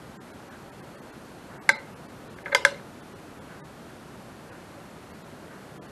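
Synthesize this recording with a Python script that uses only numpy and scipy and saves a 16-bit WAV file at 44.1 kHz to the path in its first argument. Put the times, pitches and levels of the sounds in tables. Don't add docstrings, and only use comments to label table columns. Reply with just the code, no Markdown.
import sys
import numpy as np
from scipy import signal
from scipy.fft import rfft, irfft
from scipy.io import wavfile

SR = 44100
rng = np.random.default_rng(int(sys.argv[2]) if len(sys.argv) > 2 else 0)


def voltage_ratio(decibels):
    exponent = np.asarray(decibels, float) / 20
    return 10 ** exponent


def file_out(sig):
    cols = np.atleast_2d(sig).T
    lim = np.clip(cols, -1, 1)
    pcm = np.round(lim * 32767).astype(np.int16)
    wavfile.write(sys.argv[1], SR, pcm)


N = 260631


def at_hz(points, hz):
    table = np.array(points)
    return np.interp(np.log(hz), np.log(table[:, 0]), table[:, 1])


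def rms_one(x):
    return x / np.sqrt(np.mean(x ** 2) + 1e-20)


def add(track, s, sound):
    at = round(s * SR)
    track[at:at + len(sound)] += sound[:N - at]


def coloured(spectrum, size):
    hz = np.maximum(np.fft.rfftfreq(size, 1 / SR), 10)
    white = rfft(rng.standard_normal(size))
    return rms_one(irfft(white * voltage_ratio(at_hz(spectrum, hz)), size))


def resonate(x, hz, width_hz):
    r = np.exp(-np.pi * width_hz / SR)
    return rms_one(signal.lfilter([1, 0, -1], [1, -2 * r * np.cos(2 * np.pi * hz / SR), r * r], x))


# frequency in Hz, level in dB per Hz.
RUSH_SPECTRUM = [(12, -57), (20, -27), (57, -8), (143, -0.5), (203, -0.5), (378, -3.5), (421, -5.5),
                 (567, -6.5), (1110, -11.5), (1420, -12), (2120, -19), (5320, -28.5), (12600, -32),
                 (16400, -62), (22000, -120)]


def rush():
    spectrum = RUSH_SPECTRUM[:-1] + [(20000, RUSH_SPECTRUM[-2][1] - 3)]
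    whistle = resonate(rng.standard_normal(N), 4300, 140)
    return voltage_ratio(-45.5) * (coloured(spectrum, N) + voltage_ratio(-28) * whistle)


# centre in Hz, width in Hz, level in dB.
PUFF_RESONANCES = [(300, 250, -4), (650, 350, -3), (1050, 450, -3), (1480, 350, 0)]


def puffs():
    first_s, period_s, level_db = 0.47, 1.003, -51.5
    white, gate, t = rng.standard_normal(N), np.zeros(N), np.arange(SR // 2) / SR
    air = sum(voltage_ratio(db) * resonate(white, hz, width_hz) for hz, width_hz, db in PUFF_RESONANCES)
    stroke = 2 * (1 - np.exp(-t / 0.032)) * np.exp(-(t / 0.094) ** 2)
    for s in np.arange(first_s, N / SR, period_s):
        add(gate, s, voltage_ratio(level_db) * stroke)
    dull = signal.butter(4, 1900, fs=SR, output="sos")
    return gate * rms_one(signal.sosfilt(dull, air))


def ring(clicks, hz, t60):
    r, w = voltage_ratio(-60 / (t60 * SR)), 2 * np.pi * hz / SR
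    return signal.lfilter([0, np.sin(w)], [1, -2 * r * np.cos(w), r * r], clicks + 1e-18)


# frequency in Hz, T60 in seconds, levels in
# dB in snaps one, two and three.
GUN_RESONANCES = [(494, 0.048, -29, -45, -25), (565.8, 0.11, -14.5, -15.5, -16.5), (535, 0.039, -22, -52, -42),
                  (895, 0.044, -14.5, -9, -15.5), (1000, 0.042, -24, -11, -18.5),
                  (1286, 0.022, -6.5, -13.5, -11.5), (1497, 0.076, -30, -38, -12.5),
                  (1522, 0.062, -6.5, -6.5, -14), (1560, 0.018, 4.5, 2, 0), (1768, 0.015, -1.5, -6, -1.5),
                  (2068, 0.17, -21, -33, -34), (2085, 0.019, 3, -2, -1.5), (2462, 0.045, -36, -15, -15.5),
                  (2700, 0.024, -50, -28, -27), (3255, 0.022, -27, -10.5, -18), (3480, .03, -14.5, -13, -16.5),
             (3880, 0.05, -34, -37, -28), (3980, 0.11, -23.5, -36, -29), (4350, 0.013, -13, -39, -15.5),
             (4670, 0.013, -20, -11, -18), (5160, 0.045, -40, -32, -27), (6060, 0.028, -22, -19.5, -21.5),
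             (6730, 0.022, -25, -21, -28), (7380, 0.035, -23, -39, -23), (8770, 0.012, -19, -16.5, -19),
             (9750, 0.013, -15.5, -27, -24)]
GUN_MODES = np.array(GUN_RESONANCES)


def strike(push, levels_db):
    push = np.pad(push, (0, SR // 2))
    sound = 0
    for k, ((hz, t60), db) in enumerate(zip(GUN_MODES[:, :2], levels_db)):
        sound = sound + (-1) ** k * voltage_ratio(db) * ring(push, hz, t60)
    return sound


# frequency in Hz, level in dB per Hz.
ECHO_SPECTRUM = [(180, -32), (400, 10), (560, 3.5), (1000, 2.5), (1700, -6), (3000, 1), (5000, 3.5),
                 (8500, -3.5), (10500, -2.5), (12000, -19)]
# frequency in Hz, T60 in seconds.
ECHO_DECAY = [(400, 0.4), (1500, 0.36), (4000, 0.28), (12000, 0.22)]


def echo(sound, db, unseen=0):
    t, tail = np.arange(SR // 2) / SR, 0
    noise = coloured(ECHO_SPECTRUM, SR // 2)
    edges = 280 * 2 ** np.arange(0, 5.6, 0.5)
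    for low, high in zip(edges, edges[1:]):
        band = signal.sosfilt(signal.butter(2, [low, high], "band", fs=SR, output="sos"), noise)
        clumps = voltage_ratio(1.2 * np.interp(t, np.arange(51) / 100, rng.standard_normal(51)))
        tail = tail + clumps * band * voltage_ratio(-60 * t / at_hz(ECHO_DECAY, np.sqrt(low * high)))
    swell = 1 - np.exp(-(t / 0.0053) ** 2)
    tail = rms_one(tail * swell) / np.sqrt(len(t))
    return sound + voltage_ratio(db) * signal.fftconvolve(sound + unseen, tail)[:len(sound)]


# start in seconds, peak level in dB, contact time in ms.
SLIPS_UNDER_LOAD = [(1.5355, -30.5, 0.73), (1.781, -39, 0.15), (2.386, -31.5, 0.45), (2.459, -27.5, 0.3),
                    (2.462, -28.5, 0.33), (2.466, -27, 0.46), (2.481, -32, .4), (2.495, -35.5, 1.2),
                    (2.527, -27.5, 1.4), (2.676, -44, 0.57), (2.716, -26, 2.2), (2.7232, -27, 2.5),
                    (2.738, -35, 1.72), (2.778, -43, 2.2), (2.797, -40, 0.46), (4.775, -42, 1.2),
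                    (5.65, -54, 1.8)]


def slips():
    out = np.zeros(N)
    spread = rng.normal(0, 3, (len(SLIPS_UNDER_LOAD), len(GUN_MODES)))
    is_cartridge = GUN_MODES[:, 0] < 700
    for (s, db, contact_ms), own_db in zip(SLIPS_UNDER_LOAD, spread):
        cartridge_db = 20.5 if contact_ms > 0.75 else -2
        phase = np.arange(100) / (contact_ms * SR / 1000)
        push = np.sin(np.pi * np.minimum(phase, 1)) ** 2
        levels_db = GUN_MODES[:, 2:].mean(axis=1) + own_db + cartridge_db * is_cartridge
        add(out, s, voltage_ratio(db) * strike(push / push.sum(), levels_db))
    return echo(out, -12)


# start in seconds, peak level in dB, lead-in tick in dB,
# chatter time in ms, far-side snap in dB.
PLATE_SNAPS = [
    (1.6914, -6.5, -18, 7.3, -20.5),
    (2.5479, -5, -36, 6.7, -13),
    (2.6499, -4, -31, 4.1, -14),
]


def snaps():
    crack_db, echo_db, tick_lead_s = -20, -17, 0.0012
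    out, t = np.zeros(N), np.arange(SR // 50) / SR
    for k, (s, db, tick_db, chatter_ms, far_db) in enumerate(PLATE_SNAPS):
        levels_db = GUN_MODES[:, 2 + k]
        contacts = rng.standard_normal(len(t)) * (rng.random(len(t)) < 0.12)
        chatter = contacts * 0.15 * np.exp(-(1000 * t / chatter_ms) ** 2)
        push = np.convolve(chatter, np.hanning(9) / 4)[:len(t)]
        push[0] = 1
        blow = strike(push, levels_db)

        crack_fade = np.exp(-t / 0.0031) + 0.44 * np.exp(-t / 0.0077)
        crack = resonate(rng.standard_normal(len(t)), 5000, 2900) * crack_fade
        crack = voltage_ratio(crack_db) * np.pad(crack, (0, SR // 2))

        far_snap = voltage_ratio(crack_db + far_db) * resonate(np.arange(len(crack)) == 0, 2600, 4000)
        add(out, s, voltage_ratio(db) * echo(blow + crack, echo_db, unseen=far_snap))
        add(out, s - tick_lead_s, voltage_ratio(db + tick_db) * strike(np.hanning(9) / 4, levels_db))
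    return out


# start in seconds, length in seconds, level in dB.
PLATE_CREAKS = [
    (2.515, .011, -34),
    (2.52, 0.0133, -23),
]


def creaks():
    out = np.zeros(N)
    for s, length_s, db in PLATE_CREAKS:
        swell = np.sin(np.pi * np.minimum(np.arange(1000) / (length_s * SR), 1))
        drag = swell * rng.standard_normal(1000)
        push = np.convolve(drag, np.hanning(12) / 5)
        add(out, s, voltage_ratio(db - 22) * strike(push, GUN_MODES[:, 2]))
    return echo(out, -12)


def scene():
    no_bass = signal.butter(4, 430, "high", fs=SR, output="sos")
    gun = signal.sosfilt(no_bass, slips() + snaps() + creaks())
    return (rush() + puffs() + gun)[None]


FRAME_S = 1024 / 48000
THIN_LONE = [.328, .498, .712, .818, .968, 1.01, 1.117, 1.949, 2.077, 2.29, 2.354, 3.016, 3.144, 3.4, 4.509,
             5.128, 5.234, 5.874]
THIN_PAIRS = [.178, 1.586, 3.613, 5.789]
# time in seconds, drop level in dB.
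THIN_RINGING = [
    (1.714, -57),
    (1.736, -49),
    (1.778, -53),
    (2.44, -55),
    (2.568, -57),
    (2.674, -57),
]


def thin_frames():
    lone = [(s, -61.5) for s in THIN_LONE]
    pairs = [(s + k * FRAME_S, -59) for s in THIN_PAIRS for k in range(2)]
    return sorted(lone + pairs + THIN_RINGING)


def thin(x):
    phase, tilt_db = 0.38, -3.0
    hop = round(FRAME_S * SR)
    n, k = np.arange(2 * hop), np.arange(hop)
    window = np.sin(np.pi * (n + 0.5) / (2 * hop))[:, None]
    basis = np.cos(np.pi / hop * np.outer(n + 0.5 + hop / 2, k + 0.5)) * window
    octaves = np.log2((k + 0.5) * SR / (2 * hop) / 3000)
    out, start = x.copy(), 0
    for s, db in thin_frames():
        centre = round((round(s / FRAME_S - phase) + phase) * FRAME_S * SR)
        follows = abs(centre - start - 2 * hop) < 3
        start = start + hop if follows else centre - hop
        lines = x[start:start + 2 * hop] @ basis * 2 / hop
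        band_db = np.repeat(rng.normal(0, 2.5, hop // 12 + 1), 12)[:hop]
        step = voltage_ratio(db - 2 + band_db + tilt_db * octaves)
        lost = lines - step * np.round(lines / step)
        out[start:start + 2 * hop] -= basis @ lost
    return out


def roll_off(x):
    return signal.sosfilt(signal.butter(12, 13710, fs=SR, output="sos"), x)


def record(dry):
    x = 1.674 * np.tanh(dry[0] / 1.516)
    x = signal.sosfilt(signal.ellip(8, 0.5, 36, 12900, fs=SR, output="sos"), x)
    x = signal.sosfilt(signal.cheby2(10, 50, 14600, fs=SR, output="sos"), x)
    mix = thin(x)[None]
    return roll_off(mix)


dry = scene()
out = record(dry)
file_out(out)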